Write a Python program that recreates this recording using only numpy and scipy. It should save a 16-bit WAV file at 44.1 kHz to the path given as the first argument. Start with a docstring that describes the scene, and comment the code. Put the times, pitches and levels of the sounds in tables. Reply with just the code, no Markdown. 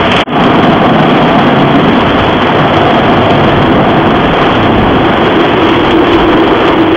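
"""Inside a car wash

An automatic car wash heard from inside the car. Spinning cloth brushes, as hails of tiny blows, boom the cabin
and ring the panels; filtered hails of drops make the water, random noise the rumble, wavering tones the drones.
A small narrow-band recorder is overloaded by the din; the sound drops out once near the start and swells back."""
import sys
import numpy as np
from scipy import signal
from scipy.fft import rfft, irfft, next_fast_len
from scipy.io import wavfile
from scipy.ndimage import uniform_filter1d

SR = 44100
rng = np.random.default_rng(int(sys.argv[2]) if len(sys.argv) > 2 else 0)


def output_pcm(signal):
    """Save a mono or channel-first signal as 16-bit PCM at the path in sys.argv[1].

    Samples are clipped to [-1, 1] before scaling.
    """
    pcm = np.clip(np.atleast_2d(signal).T, -1, 1) * 32767
    wavfile.write(sys.argv[1], SR, np.round(pcm).astype(np.int16))


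N = 306936
TIME = np.arange(N) / SR  # s

# Tone colour of fine spray and splashes on glass: f/Hz, relative level per Hz/dB
SPRAY_COLOUR = [(600, -16.5), (1200, 0.5), (1700, 0.5), (2100, 1.5), (2500, 0.5), (2900, 1.5), (3250, 4.5),
                (3600, -6), (5000, -6)]

# At first a jet plays straight on the windscreen and the brushes stand off: end in s, level changes in dB
JET_END_S = 0.25
JET_SPRAY_DB, JET_WASH_DB, JET_BOOM_DB, STAND_OFF_DB = 3, -2, 3.5, -4.5


def from_db(db):
    """Turn decibels into a plain multiplier."""
    return 10 ** (np.asarray(db) / 20)


def rms_one(x):
    """Scale a signal so that its average strength (rms) is 1."""
    return x / np.sqrt(np.mean(x ** 2) + 1e-20)


def in_time(rows):
    """Draw straight lines between the rows of a table, giving each column a value at every sample."""
    s, *columns = np.transpose(rows)
    return [np.interp(TIME, s, column) for column in columns]


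def swell(middle, length):
    """Rise and fall once, smoothly, between 0 and 1; length is the whole hump in s."""
    return np.cos(np.pi * np.clip((TIME - middle) / length, -.5, .5))


def cycle(per_s, first_s):
    """Swing steadily between -1 and 1, with a peak at first_s."""
    return np.cos(2 * np.pi * per_s * (TIME - first_s))


def drift(rate):
    """Wander slowly at random with rms 1: noise smoothed twice above the rate in Hz."""
    step = 40  # samples between the slow values
    r = np.exp(-2 * step * np.pi * rate / SR)
    noise = rng.standard_normal(N // step + 2002)
    slow = signal.lfilter([1], [1, -2 * r, r * r], noise)[2000:]  # skip the filter's start
    return np.interp(np.arange(N) / step, np.arange(len(slow)), rms_one(slow))


def coloured(x, spectrum):
    """Filter a signal by a smooth curve of level against pitch, silent above its last row; rms 1."""
    hz, db = np.transpose(spectrum)
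    size = next_fast_len(N)
    bins_hz = np.maximum(np.arange(size // 2 + 1) * SR / size, 1)
    gain = from_db(np.interp(np.log(bins_hz), np.log(hz), db, right=-100))
    return rms_one(irfft(rfft(x, size) * gain, size)[:N])


def impacts(per_s, spread_db):
    """Scatter a dense random hail of small blows of uneven size and either sign; rms 1."""
    sizes_db = spread_db * np.minimum(rng.exponential(1, N), 4)
    sizes = from_db(sizes_db) * rng.choice([-1, 1], N)
    return rms_one(sizes * (rng.random(N) < per_s / SR))


def resonate(x, hz, width):
    """Ring at one pitch; a narrower width in Hz rings longer."""
    r = np.exp(-np.pi * width / SR)
    feed = np.array([1, 0, -1]) * (1 - r * r) / 2
    return signal.lfilter(feed, [1, -2 * r * np.cos(2 * np.pi * hz / SR), r * r], x)


def panel(force, modes, skirt):
    """Ring several resonances side by side, a second, wider one taming the far sides of each; rms 1."""
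    out = np.zeros(N)
    for hz, width, db in modes:
        # every blow lands somewhere else, so it drives each mode with a sign of its own
        ringing = resonate(force * rng.choice([-1, 1], N), hz, width)
        out += from_db(db) * resonate(ringing, hz, width * skirt)
    return rms_one(out)


def shell():
    """The car body rumbles under the weight of the brush, as deep noise that swells when the car is rocked."""
    # Colour of the rumble: f/Hz, relative level per Hz/dB
    rumble_colour = [(12, -12), (25, -4.5), (40, -8.5), (57, 1), (75, -6.5), (120, -18.5)]
    # Extra swells as the brush rocks the car: middle t/s, level/dB
    rocks = [(2.2, -25.5), (3.52, -28.5), (4.25, -32), (4.87, -27), (6.25, -32.5)]
    light_db, heavy_db = -35.5, -29.5  # before and after the brush bears on the car
    bears_on_s, bearing_s, rock_length_s = 3.5, 0.3, 0.4
    weight = .5 + .5 * np.tanh((TIME - bears_on_s) / bearing_s)
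    jet = TIME < JET_END_S
    gain = from_db(light_db + weight * (heavy_db - light_db) + JET_BOOM_DB * jet)
    for middle, db in rocks:
        gain += from_db(db) * swell(middle, rock_length_s)
    return gain * coloured(rng.standard_normal(N), rumble_colour)


def water(slap, spray_db=-0.13, wash_db=3.0, wash_slap_db=1.3, spray_slap_db=0.52, flutter_db=0.75):
    """Heavy drops and fine spray pelt the glass as two coloured hails, thrown in pulses by the brush."""
    # Colour of the heavy drops: f/Hz, relative level per Hz/dB
    wash_colour = [(100, -17), (250, -4), (400, 4.5), (490, 2), (580, 0), (720, -0.5), (900, -0.5),
                   (1150, 0.5), (1350, -4), (1700, -7), (2500, -21.5), (4000, -32.5)]
    # Water sheeting down the glass, before the wash trim: t/s, level/dB
    sheeting = [(0.45, -13.5), (0.87, -15.5), (1.94, -15), (2.15, -15), (6.43, -16), (6.7, -14.5),
                (6.75, -18)]
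    # Fine spray reaching the car, before the spray trim: t/s, level/dB
    flow = [(0.38, -18.5), (0.41, -18.5), (0.89, -21), (1.05, -18), (1.88, -19.5), (2.05, -18.5),
            (3.63, -19), (3.65, -21.5), (4.63, -18), (4.7, -20.5), (5.72, -17.5), (6.01, -18.5),
            (6.15, -17.5), (6.37, -20.5), (6.61, -18.5), (6.9, -19.5)]
    # Moments when the water lets up, or rises a touch where positive: middle t/s, change/dB
    lulls = [(5.81, -1), (5.98, -3.5), (6.38, 0.5), (6.87, -2.5)]
    lull_s = 0.13
    jet = TIME < JET_END_S
    surge_db = flutter_db * drift(24)
    for middle, db in lulls:
        surge_db += db * swell(middle, lull_s)
    wash_level_db = in_time(sheeting)[0] + wash_db + JET_WASH_DB * jet + wash_slap_db * slap
    wash = from_db(wash_level_db) * coloured(impacts(6000, 2.24), wash_colour)
    spray_level_db = in_time(flow)[0] + spray_db + JET_SPRAY_DB * jet + spray_slap_db * slap
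    spray = from_db(spray_level_db) * coloured(impacts(7000, 2.47), SPRAY_COLOUR)
    return from_db(surge_db) * (wash + spray)


def splashes(rise_s=0.0011, decay_s=0.013, level_db=-6.0):
    """Single slugs of water burst on the window: spray noise that jumps up and dies at once."""
    # Slugs of water, before the common trim and the burst shape: start t/s, level/dB
    slugs = [(0.115, -2), (0.162, -2), (0.201, -2.5), (0.4357, -4), (0.628, -6), (2.731, -6.5), (2.774, -8),
             (3.3034, -8.5), (4.4154, -9), (5.685, -4.5), (5.725, -11), (5.87, -10), (5.905, -4.5),
             (6.131, -5.5), (6.43, -8.5), (6.548, -10.5), (6.674, -6)]
    burst = np.zeros(N)
    for start, db in slugs:
        age = np.maximum(TIME - start, 0)
        burst += from_db(db + level_db) * (1 - np.exp(-age / rise_s)) * np.exp(-age / decay_s)
    return burst * coloured(impacts(7000, 3.2), SPRAY_COLOUR)


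def drones(waver=0.0231, rough_db=2.5, level_db=-1.5):
    """Dragging cloth sticks and slips, so a panel sings one tone, unsteady in pitch and strength."""
    # Singing panels, before the common trim: middle t/s, length/s, central f/Hz, level/dB
    drags = [(0.681, 0.7, 260.4, -16.5), (1.6, 0.6, 146.8, -16.5), (1.798, 0.4, 275.8, -14.5),
             (2.747, 0.56, 148, -19), (3.399, 1, 141.9, -19), (3.4, 1, 98.8, -24),
             (4.687, 0.47, 116, -19.5), (6.148, 1.5, 333.1, -16), (6.85, 0.33, 318.6, -11.5)]
    out = np.zeros(N)
    for middle, length, hz, db in drags:
        phase = 2 * np.pi * np.cumsum(hz * (1 + waver * drift(10.0))) / SR
        tone = np.sqrt(2) * np.sin(phase + rng.uniform(0, 2 * np.pi))
        grip_db = rough_db * drift(hz / 20)  # the grip changes over some twenty cycles
        out += from_db(db + level_db + grip_db) * swell(middle, length) * tone
    return out


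def brushes(slap, slap_db=1.2, boom_db=-1.0, roof_db=-0.5, glass_db=-0.76, roof_contrast=1.17,
            roof_full_db=-8.5):
    """Cloth tips set the cabin booming and hammer the doors, roof and glass, which ring at their own pitches."""
    # Colour of the cabin boom: f/Hz, relative level per Hz/dB
    boom_colour = [(50, -27), (75, -13.5), (98, -2), (120, -5.5), (150, -12.5), (250, -41)]
    # Resonances of each panel: f/Hz, width/Hz, relative level/dB
    door_modes = [(149.4, 31.7, -2), (191.3, 79, -2.5), (246.2, 74, 0)]
    roof_modes = [(307.5, 35, -6), (329.3, 42, 2), (391.6, 30, -5.5), (478, 90, -12.5), (912, 130, -13.5)]
    glass_modes = [(514, 60, -5), (660, 85, -2.5), (705, 66, 2), (793, 33, -5.5), (1184, 78, -9.5)]
    # Course of each part, before the trims: t/s, level/dB
    lean = [(0.55, -26), (1.98, -28.5), (2.02, -21.5), (3.63, -18), (4.37, -22.5), (4.39, -29), (4.65, -18),
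            (4.99, -22.5), (6.74, -24), (6.9, -22)]  # the brush leans on the car and the cabin booms
    drumming = [(0.38, -11), (1.92, -9.5), (2.32, -18.5), (2.36, -15), (3.74, -11.5), (4.45, -15.5),
                (4.79, -12), (6.12, -20), (6.17, -15), (6.9, -20.5)]  # the cloth on the doors, working its way to the roof
    ringing = [(0.38, -16.5), (1.9, -16.5), (2.07, -19), (4.21, -12), (4.25, -18), (5.94, -8.5),
               (6.74, -10.5), (6.9, -9.5)]  # the cloth on the roof
    scrub = [(0.38, -12.5), (1.36, -12), (1.38, -13), (2.41, -19.5), (2.61, -12), (5.37, -17.5),
             (5.81, -21.5), (6.75, -17.5), (6.9, -21.5)]  # the cloth on the glass
    jet = TIME < JET_END_S
    beat = from_db(slap_db * slap)
    boom = from_db(in_time(lean)[0] + boom_db) * coloured(impacts(3000, 3.4) * beat, boom_colour)
    door = from_db(in_time(drumming)[0]) * panel(impacts(3000, 0.88) * beat, door_modes, skirt=2.8)
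    # stretch the roof's ups and downs around its full level
    ringing_db = roof_full_db + roof_contrast * (in_time(ringing)[0] - roof_full_db)
    roof = from_db(ringing_db + roof_db) * panel(impacts(3000, 0.79) * beat, roof_modes, skirt=4.2)
    glass = from_db(in_time(scrub)[0] + glass_db) * panel(impacts(5000, 1.0) * beat, glass_modes, skirt=4.0)
    return from_db(JET_BOOM_DB * jet) * boom + from_db(STAND_OFF_DB * jet) * (door + roof + glass)


def scene():
    """Add all sources; brushes and water share the beat of the rows of cloth strips."""
    slap = cycle(22.45, 0.015)  # rows landing per s, first peak in s
    return (shell() + water(slap) + splashes() + drones() + brushes(slap))[None]


def tick(tick_db=-28.0, width_s=0.00007):
    """One thin click as the sound swells back: a single swing of pressure down and up."""
    age = (TIME - 0.292) / width_s
    return from_db(tick_db) * 2 * age * np.exp(-age ** 2)


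def record(dry, drive_db=3.0, input_top=3.2, output_top=1.14, mirror_db=-51.0, hiss_db=-56.0, flicker_db=1.5):
    """The input overloads, the band is narrowed, and the output rounds and clips peaks into a thin crackle."""
    # The brief drop-out: t/s, gain (1 = full)
    dropout = [(0, 1), (0.222, 1), (0.241, 0.004), (0.259, 0.004), (0.26, 0.04), (0.32, 0.42), (0.40, 1)]
    # Colour of the faint hiss above the narrow band: f/Hz, relative level per Hz/dB
    hiss_colour = [(3000, -9.5), (6000, 0), (9000, -1), (12000, -8), (16000, -4), (17000, -4.5)]
    voice_band_hz, image_hz, cutoff_hz = 3480, 16000, 17000
    gain = in_time(dropout)[0]
    loud = input_top * np.tanh(from_db(drive_db) * dry / input_top)
    voice_filter = signal.ellip(10, .3, 70, voice_band_hz, fs=SR, output="sos")
    narrow = signal.sosfilt(voice_filter, loud)
    out = np.clip(output_top * np.tanh(narrow * gain / output_top), -1, 1)
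    # coarse resampling mirrors a faint copy of the sound into the top treble
    one_sided = signal.hilbert(out, next_fast_len(N))[:, :N]
    mirror = np.real(one_sided * np.exp(-2j * np.pi * image_hz * TIME))
    # a faint hiss rides on the level and flickers
    level = np.sqrt(uniform_filter1d(out ** 2, size=256) + 1e-9)
    flicker = from_db(flicker_db * drift(25))
    hiss = rms_one(level) * flicker * coloured(rng.standard_normal(N), hiss_colour)
    out = out + from_db(mirror_db) * mirror + from_db(hiss_db) * hiss + tick()
    top_filter = signal.ellip(10, .1, 80, cutoff_hz, fs=SR, output="sos")
    return signal.sosfilt(top_filter, out)


dry = scene()
out = record(dry)
output_pcm(out)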